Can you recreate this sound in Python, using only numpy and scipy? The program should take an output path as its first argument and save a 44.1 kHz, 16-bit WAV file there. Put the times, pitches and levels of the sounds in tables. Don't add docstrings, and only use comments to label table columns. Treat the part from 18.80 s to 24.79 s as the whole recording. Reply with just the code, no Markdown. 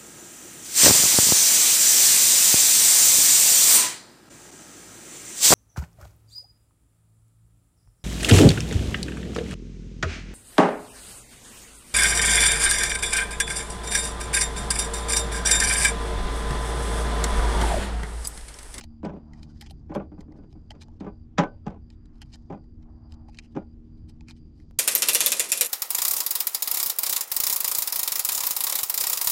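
import sys
import numpy as np
from scipy import signal
from scipy.fft import rfft, irfft
from scipy.io import wavfile
from scipy.ndimage import uniform_filter1d

SR = 44100
rng = np.random.default_rng(int(sys.argv[2]) if len(sys.argv) > 2 else 0)


def voltage_ratio(decibels):
    exponent = np.asarray(decibels, float) / 20
    return 10 ** exponent


def materialize(psi):
    bounded = np.clip(np.atleast_2d(psi).T, -1, 1)
    quanta = np.round(bounded * 32767).astype(np.int16)
    wavfile.write(sys.argv[1], SR, quanta)


N = 264024

# [f/Hz, density/dB]
AIR_SPECTRUM = [(15, -1.5), (40, -5.5), (80, -4), (120, -11), (190, -19.5), (300, -20), (420, -31.5),
                (560, -42), (1000, -49), (1600, -56), (3000, -61.5), (7700, -70.5), (8300, -78),
                (15000, -93.5)]
AIR_DB = -46.5
# [arrival t/s, level/dB, stay/s]
CAR_PASSES = [
    (0.0, -71.5, 0.019),
    (0.4, -66.5, 0.14),
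    (.98, -77, .1),
    (1.37, -77.5, 0.27),
    (1.95, -70, 0.031),
    (2.4, -78.5, 0.31),
    (3.35, -77.5, 0.32),
    (4.05, -68, 0.34),
    (5.35, -79.5, 0.095),
]
SWISH_RISE_DB_S, SWISH_FALL_DB_S, SWISH_FLOOR_DB = 216, 44, -89.5
# [f/Hz, density/dB]
TYRE_SPECTRUM = [(350, -37.5), (560, -5.5), (720, 2), (950, -3.5), (1300, -12), (1700, -20.5), (3000, -41),
                 (15000, -80.5)]
# [t/s, firing f/Hz, level/dB, upper orders above their mean/dB]
ENGINE_COURSE = [(0, 76.33, -54, 0), (.5, 76.52, -50.5, -2.5), (1, 75.94, -53.5, -4.5),
                 (1.599, 77.14, -55, -8), (2.299, 77.55, -61, 4), (2.999, 78.44, -65, 6.5),
                 (3.701, 77.9, -60, 2), (4.3, 77.68, -60.5, 6), (5., 78.08, -52.5, -2.5),
                 (5.5, 78.48, -54.5, 0.5), (5.99, 76.3, -55.5, -7)]
ENGINE_ORDERS_DB = [0.5, -7, 1, -7]
# [start t/s, end t/s]
CRICKET_PHRASES = [(0, .215), (.33, 1.02), (1.17, 1.48), (1.57, 2.09), (2.2, 2.47), (2.665, 2.9),
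                   (3.0, 3.3), (3.43, 3.975), (4.08, 4.575), (4.665, 4.95), (5.03, 5.36), (5.46, 5.93)]
CRICKET_DB = -79.5
BANKS_DB, BANKS_T60_S = -26.5, 0.22
# [busiest t/s, level/dB]
FINGER_RUSTLES = [
    (0.78, -75.5),
    (2.08, -78.5),
    (2.269, -91),
    (3.57, -80),
    (4.671, -89.5),
    (5.45, -86),
    (5.9, -83.5),
]
RUSTLE_RISE_DB_S, RUSTLE_FALL_DB_S, RUSTLE_FLOOR_DB = 39, 42, -93
# [arrival t/s, level/dB, stay/s]
BOARD_SCUFFS = [(.25, -49, 0.1), (.33, -52, 0.044), (.69, -67, 0.009), (1.11, -51, 0.037),
                (1.17, -48.5, 0.056), (1.33, -58, 0.016), (1.4, -61, 0.025), (1.49, -62.5, 0.038),
                (1.56, -61, 0.062), (1.64, -69.5, 0.017), (1.76, -68, 0.013), (1.94, -61, .04),
                (2.215, -49, 0.075), (2.6, -44, 0.054), (2.7, -67, 0.068), (2.875, -47, 0.049),
                (2.95, -64.5, 0.011), (3.71, -47.5, 0.033), (4.765, -55, 0.023), (4.81, -62.5, 0.016)]
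SCUFF_RISE_DB_S, SCUFF_FALL_DB_S, SCUFF_FLOOR_DB = 1196, 356.5, -100
# [f/Hz, density/dB]
SCUFF_SPECTRUM = [(200, -11), (400, 7), (700, 0.5), (1100, -7.5), (1600, -21), (2400, -24.5), (4000, -34),
                  (7000, -45.5), (15000, -81)]
# [t/s, thud/dB, panel above thud/dB, loose rounds above thud/dB, thud f/Hz]
BOX_KNOCKS = [(0.232, -24.5, -8, -25, 177), (0.247, -36.5, 10.5, -6, 236), (0.259, -26, -4, -13.5, 183),
              (0.294, -30.5, -2, -18, 198), (1.096, -26.5, -13.5, -25, 191), (1.118, -36.5, 3, -17, 290),
              (1.15, -31.5, 8, -4, 350), (1.16, -20, -1.5, -17, 210), (1.199, -33, 3, -30, 190),
              (2.207, -25.5, -11, -21.5, 290), (2.245, -30, -6.5, -25, 227), (2.266, -29, -2, -26, 166),
              (2.583, -12.5, -0.5, -0.5, 200), (2.591, -14.5, 3, -13, 330), (2.611, -27.5, 4, -34, 418),
              (2.621, -26, 1.5, -20, 400), (2.634, -27, 8.5, -14, 193), (2.651, -37, 2.5, -24, 300),
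              (2.859, -34.5, -12, -28, 244), (2.866, -22, -5.5, -16.5, 169.7),
              (2.903, -35.5, -2.5, -14.5, 171), (3.701, -28.5, -1.5, -21.5, 202.9),
              (3.725, -32, -4, -16.5, 194), (3.739, -37, -0.5, -24, 182), (4.752, -29.5, -11, -18, 172),
              (4.764, -20.5, -8, -21, 258), (4.772, -24, -5.5, -23, 324)]
# [t/s, thud/dB, loose rounds above thud/dB, thud f/Hz]
BENCH_NUDGES = [(0.335, -32, -25, 369), (0.364, -32, -31, 305), (1.22, -34, -28, 300),
                (1.318, -34.5, -30, 300), (1.38, -32.5, -43, 194), (1.482, -40, -48, 300),
                (1.542, -43, -36, 230), (1.586, -40, -32, 222), (1.636, -42.5, -19, 148),
                (1.753, -42, -35, 290), (1.951, -42.5, -12, 152), (2.957, -40.5, -47, 236.6),
                (4.799, -48.5, -22, 208)]
NUDGE_PANEL_DB = -12
# [f/Hz, level/dB, t60/s]
BENCH_MODES = [(171, -5.5, 0.059), (200, -3, 0.11), (269, -3, 0.054), (300, -6.5, 0.1), (391, -7, 0.08)]
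# [f/Hz, level/dB, t60/s]
PANEL_MODES = [(473, 7, 0.083), (560, 8.5, 0.16), (618, 9.5, 0.085), (720, 7.5, 0.069), (802, 9.5, 0.14),
               (873, 5.5, 0.03), (991, 3, .13), (1167, -1, .12), (1293, -8.5, .12), (1473, -6, 0.33),
               (1634, -16.5, 0.039), (1970, -9, 0.033), (2230, -7, .09), (2430, -7.5, .09)]
PANEL_DAMPING = 0.45
PANEL_SCATTER_DB, PANEL_DETUNE = 2.2, 0.02
# [f/Hz, density/dB]
ROUNDS_SPECTRUM = [(500, -24), (1300, 4), (2300, -4), (3300, -5), (4200, -14.5), (6000, -11), (7600, -18.5),
                   (8500, -39), (12000, -55), (15000, -58)]
RATTLE_S = 0.013
# [f/Hz, level/dB, t60/s]
MAGAZINE_MODES = [(1950, -15, 0.016), (2450, -12, 0.015), (3140, -10, 0.015), (4400, -14, 0.008),
                  (5450, -5.5, 0.0056), (6760, -13, 0.012)]
# [f/Hz, density/dB]
SCRAPE_SPECTRUM = [(1200, -24.5), (2000, -11.5), (3000, 4), (5000, 13.5), (7000, 4.5), (8500, -7),
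                   (15000, -56)]
# [t/s, peak/dB, strongest ring f/Hz, shell knock/dB, edge/dB]
LIP_SNAPS = [(0.0114, -32, 2780, -17.5, -25), (0.0388, -35.5, 4900, -14.5, -11.5),
             (0.5347, -43.5, 1960, -17.5, -36), (0.6315, -39.5, 5530, -19.5, -24),
             (0.8116, -34, 5300, -33, -7.5), (0.815, -33, 3200, -27, -11), (0.8234, -37, 2070, -14.5, -18),
             (0.9088, -38, 4540, -9.5, -8.5), (1.1508, -37, 2380, -3, -11.5), (1.39, -62, 1970, -15, -29),
             (1.4077, -43, 4900, -21, -16), (1.41, -48, 1960, -17, -25), (1.9071, -32, 3100, -12, -22),
             (1.9164, -43, 1959, -15, -31), (3.1033, -45, 5540, -24, -26),
             (3.4181, -33.5, 4400, -22.5, -12.5), (3.5384, -44, 4280, -24, -32),
             (3.5558, -48, 1890, -9, -11), (4.3226, -42, 6750, -24, -22), (4.4842, -56.5, 2440, 6.5, -34),
             (4.5461, -45, 2670, -31, -33), (4.573, -44, 4640, -28, -36.5), (4.588, -27, 2760, -34, -35),
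             (5.2954, -61, 4870, -4.5, 9.5), (5.4091, -45, 2450, -15, -38), (5.4844, -38.5, 2600, -29, -33),
             (5.5094, -35.5, 4800, -24, -28)]
# [t/s, peak/dB, strongest ring f/Hz, shell knock/dB]
BRASS_TICKS = [
    (1.522, -54.5, 2054, -7),
    (1.7275, -54, 5254, -6.5),
    (2.0834, -55.5, 1760, 2.5),
    (3.2572, -57, 4910, -22),
    (3.3573, -62, 5130, -9),
    (3.8407, -64.5, 1930, -6),
    (4.497, -54.5, 4760, -15),
    (5.566, -56.5, 4367, -27),
    (5.801, -53, 2050, -33),
]
TICK_EDGE_DB, SNAP_TAIL_S = -21, 0.0041
# [middle t/s, peak/dB, strongest ring f/Hz, edge/dB, half length/s]
BRASS_SLIDES = [(.008, -43, 2950, -26, 0.014), (0.032, -49, 4280, -31, 0.01),
                (0.549, -59.5, 1960, -25, 0.015), (0.587, -56, 6900, -32, 0.013),
                (0.634, -51, 4770, -21, 0.0085), (0.703, -55.5, 1500, -24, 0.015),
                (0.819, -46, 5200, -10, 0.0085), (0.841, -52, 1950, -32, 0.013),
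                (0.868, -41.5, 3400, -25, 0.0046), (0.904, -46, 2830, -16, 0.0072),
                (2.022, -38.5, 4240, -22, 0.0058), (3.127, -62, 3940, -35.5, .012),
                (3.423, -41, 2920, -31, 0.0043), (3.54, -39, 5460, -31, 0.0067),
                (4.028, -58.5, 2200, -34, 0.0057), (4.317, -60, 5620, -20, 0.011),
                (4.49, -52, 2450, -20, 0.0041), (4.551, -57.5, 2450, -17, 0.018),
                (4.645, -53.5, 2920, -22.5, 0.012), (5.297, -50, 7680, -19, 0.0059),
                (5.499, -41, 2403, -17, 0.008), (5.799, -61.5, 6500, -19, 0.057)]
SLIDE_SHELL_DB = -20.5
# [middle t/s, peak/dB, strongest ring f/Hz]
BRASS_GRAZES = [(.485, -89, 5000), (.77, -59.5, 1850), (1.4, -62, 1970), (1.572, -64, 1780),
                (1.719, -61, 4400), (2.17, -71, 2850), (3.351, -67, 5520), (3.381, -64.5, 6000),
                (3.462, -60.5, 6000), (3.507, -62, 4400), (4.725, -64, 4000), (5.073, -73.5, 3492),
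                (5.185, -68, 4300), (5.572, -58, 7500)]
GRAZE_SHELL_DB, GRAZE_EDGE_DB, GRAZE_S = -28, -17.5, 0.009
# [middle t/s, peak/dB, strongest ring f/Hz]
ROUND_JOSTLES = [
    (0.252, -41.5, 7500),
    (1.145, -44.5, 5950),
    (2.206, -48.5, 4270),
    (2.588, -29, 6000),
    (2.638, -44, 4480),
    (2.881, -51.5, 4040),
    (2.907, -57, 5500),
    (4.343, -52, 1250),
]
JOSTLE_SHELL_DB, JOSTLE_EDGE_DB, JOSTLE_S = -21, -37, 0.0023
# [t/s, step/dB]
SKIP = (5.91085, -42.5)


def unit(x):
    return x / np.sqrt(np.mean(x ** 2))


def peak(x, db):
    return x * voltage_ratio(db) / np.max(np.abs(x))


def colour(x, spectrum):
    hz, db = np.transpose(spectrum)
    f = np.maximum(np.arange(len(x) // 2 + 1) * SR / len(x), 1)
    gain = voltage_ratio(np.interp(np.log(f), np.log(hz), db))
    return irfft(rfft(x) * gain, len(x))


def band(x, lo_hz, hi_hz, order=2):
    return signal.sosfilt(signal.butter(order, [lo_hz, hi_hz], "bandpass", fs=SR, output="sos"), x)


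def ring(x, modes, scatter_db, detune):
    out = 0
    chance = rng.standard_normal((len(modes), 2))
    for (hz, db, t60), (a, b) in zip(modes, chance):
        decay = np.log(1000) / (max(t60, 0.002) * SR)
        pole = np.exp(2j * np.pi * hz * (1 + detune * b) / SR - decay)
        out = out + voltage_ratio(db + scatter_db * a) * signal.lfilter([1], [1, -pole], x).imag
    return out


def add(out, x, s):
    i = int(s * SR)
    x = x[max(-i, 0):N - i]
    out[max(i, 0):max(i, 0) + len(x)] += x


def walk(rate):
    k = int(SR / rate)
    held = np.repeat(rng.standard_normal(N // k + 1), k)
    return 1.3 * uniform_filter1d(uniform_filter1d(held, k), k)[:N]


def swells(rows, rise_db_s, fall_db_s, floor_db):
    t = np.arange(N) / SR
    levels = []
    for s, db, hold in rows:
        rise = rise_db_s * np.maximum(s - t, 0)
        fall = fall_db_s * np.maximum(t - s - hold, 0)
        levels.append(np.maximum(db - rise - fall, floor_db))
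    return np.max(levels, axis=0)


def air():
    out = 0
    for hz in 22 * 2. ** np.arange(10):
        octave = band(rng.standard_normal(N), hz / np.sqrt(2), hz * np.sqrt(2))
        out = out + voltage_ratio(2.4 * walk(4.1)) * octave
    return voltage_ratio(AIR_DB) * unit(colour(out, AIR_SPECTRUM))


def traffic():
    db = swells(CAR_PASSES, SWISH_RISE_DB_S, SWISH_FALL_DB_S, SWISH_FLOOR_DB)
    tyres = unit(colour(rng.standard_normal(N), TYRE_SPECTRUM))
    return voltage_ratio(db + 1.9 * walk(7.8) + 2.1 * walk(45)) * tyres


def engine():
    s, hz, db, upper_db = np.transpose(ENGINE_COURSE)
    t = np.arange(N) / SR
    phase = 2 * np.pi * np.cumsum(np.interp(t, s, hz) * (1 + 0.0032 * walk(5.4))) / SR
    waver_db = [2.5, 3.4, 1.2, 0.91]
    out = 0
    for k, order_db in enumerate(ENGINE_ORDERS_DB):
        level_db = np.interp(t, s, db + (k > 1) * upper_db) + order_db
        out = out + np.sqrt(2) * voltage_ratio(level_db + waver_db[k] * walk(11.0)) * np.sin((k + 1) * phase)
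    return out


def cricket():
    t = np.arange(N) / SR
    on = sum(np.clip(np.minimum(t - a, b - t) / 0.017, 0, 1) for a, b in CRICKET_PHRASES)
    stroke = np.cumsum(50 * (1 + 0.048 * walk(11))) / SR % 1
    hz = 4780 * (1 + 0.11 * (0.5 - stroke) + 0.0047 * walk(85))
    tone = np.sin(2 * np.pi * np.cumsum(hz) / SR) * np.sin(np.pi * stroke) ** 2.3
    echo = np.roll(tone, int(0.011 * SR)) * voltage_ratio(-8 + 3 * walk(15))
    far = unit(band(rng.standard_normal(N), 4600, 4980))
    level = voltage_ratio(CRICKET_DB + 3 * walk(25) + 0.7 * walk(7))
    return level * on * (1.3 * (tone + echo) + 0.4 * far)


def banks(x):
    t = np.arange(16384) / SR
    wash = band(rng.standard_normal(len(t)), 300, 920, order=3)
    wash = wash * voltage_ratio(-60 * t / BANKS_T60_S) * np.minimum(t / 0.011, 1)
    return voltage_ratio(BANKS_DB) * signal.fftconvolve(x, wash / np.sqrt(np.sum(wash ** 2)))[:N]


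def rustle():
    rows = [row + (0,) for row in FINGER_RUSTLES]
    db = swells(rows, RUSTLE_RISE_DB_S, RUSTLE_FALL_DB_S, RUSTLE_FLOOR_DB)
    grains = rng.standard_normal(N) * voltage_ratio(3.3 * walk(360) + 1.6 * walk(47))
    return voltage_ratio(db - 1.5) * unit(colour(grains, SCRAPE_SPECTRUM))


def scuff():
    db = swells(BOARD_SCUFFS, SCUFF_RISE_DB_S, SCUFF_FALL_DB_S, SCUFF_FLOOR_DB)
    grains = rng.standard_normal(N) * voltage_ratio(2.7 * walk(250) + 3.2 * walk(45))
    return voltage_ratio(db) * unit(colour(grains, SCUFF_SPECTRUM))


def bench():
    out, lead = np.zeros(N), 0.01
    t = np.arange(12288) / SR - lead
    panel_modes = [(f, g, t60 * PANEL_DAMPING) for f, g, t60 in PANEL_MODES]
    nudges = [(s, db, NUDGE_PANEL_DB, rounds_db, hz) for s, db, rounds_db, hz in BENCH_NUDGES]
    for s, db, panel_db, rounds_db, hz in sorted(BOX_KNOCKS + nudges):
        fade = np.exp(np.where(t < 0, t / 0.0014, -t / RATTLE_S))
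        hits = rng.random(len(t)) < 2500 / SR
        bounces = hits * rng.standard_normal(len(t)) * fade * 0.65 * (t > 0)
        bounces[int(lead * SR)] = 1
        soft = np.convolve(bounces, np.hanning(int(0.0019 * SR)))[:len(t)]
        hard = np.convolve(bounces, np.hanning(int(0.0004 * SR)))[:len(t)]
        thud = band(ring(soft, BENCH_MODES + [(hz, 1.5, 0.05)], 1.4, 0.023), 160, 480, order=3)
        panel = band(ring(hard, panel_modes, PANEL_SCATTER_DB, PANEL_DETUNE), 400, 2800)
        chatter = rng.standard_normal(len(t)) * voltage_ratio(3.8 * rng.standard_normal(len(t) // 48).repeat(48))
        dull = band(chatter, 300, 2500, order=1)
        bright = (chatter - dull) * uniform_filter1d(fade ** 2, size=70)
        rounds = colour(dull * fade ** 0.75 + bright, ROUNDS_SPECTRUM)
        knock = peak(thud, db) + peak(panel, db + panel_db - 0.1) + peak(rounds, db + rounds_db - 0.1)
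        add(out, knock, s - lead)
    return out


def grit(size):
    return rng.standard_normal(size) * voltage_ratio(4.9 * rng.standard_normal(size // 32).repeat(32))


def brass(drive, db, hz, shell_db, edge_db):
    case = ring(drive, MAGAZINE_MODES + [(hz, 4, 18 / hz)], 2.5, 0.015)
    body = peak(band(case, 1200, 6900), -1.35) + peak(colour(drive, SCRAPE_SPECTRUM), 0.8)
    shell = band(ring(drive, [(826, 9, 0.035), (1059, -13, 0.016)], 2, 0.043), 590, 910)
    edge = band(drive, 7500, 13000, order=3)
    return peak(body, db) + peak(shell, db + shell_db + 3.5) + peak(edge, db + edge_db - 0.1)


def snaps():
    out, t = np.zeros(N), np.arange(-4096, 4096) / SR
    ticks = [row + (TICK_EDGE_DB,) for row in BRASS_TICKS]
    for s, db, hz, shell_db, edge_db in sorted(LIP_SNAPS + ticks):
        blow = np.exp(-np.abs(t) / 0.0004) * rng.standard_normal(len(t)) * (t >= 0)
        trail = 0.24 * np.exp(-np.abs(t) / SNAP_TAIL_S) * grit(len(t))
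        drive = blow + trail * np.exp(np.minimum(t, 0) / 0.002)
        add(out, brass(drive, db, hz, shell_db, edge_db), s + t[0])
    return out


def slides():
    out, t = np.zeros(N), np.arange(-4096, 4096) / SR
    rows = [(s, db, hz, SLIDE_SHELL_DB, edge_db, half) for s, db, hz, edge_db, half in BRASS_SLIDES]
    rows += [row + (GRAZE_SHELL_DB, GRAZE_EDGE_DB, GRAZE_S) for row in BRASS_GRAZES]
    rows += [row + (JOSTLE_SHELL_DB, JOSTLE_EDGE_DB, JOSTLE_S) for row in ROUND_JOSTLES]
    for s, db, hz, shell_db, edge_db, half in rows:
        swell = 1 / np.cosh(t / np.clip(half, 0.002, 0.05))
        drive = swell * grit(len(t)) * np.hanning(len(t))
        add(out, brass(drive, db, hz, shell_db, edge_db), s + t[0])
    return out


def scene():
    knocks = bench()
    background = air() + traffic() + engine() + cricket() + banks(knocks)
    hands = rustle() + scuff()
    return (background + hands + knocks + snaps() + slides())[None]


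def low_pass(x):
    return signal.sosfilt(signal.butter(12, 15630, fs=SR, output="sos"), x)


def record(dry):
    skip_s, skip_db = SKIP
    after = np.arange(N) / SR - skip_s
    step = voltage_ratio(skip_db) * (after > 0) * np.exp(-np.abs(after) / 0.003)
    rounded = np.tanh(1.401 * dry) / 1.387
    return low_pass(rounded + step)


dry = scene()
out = record(dry)
materialize(out)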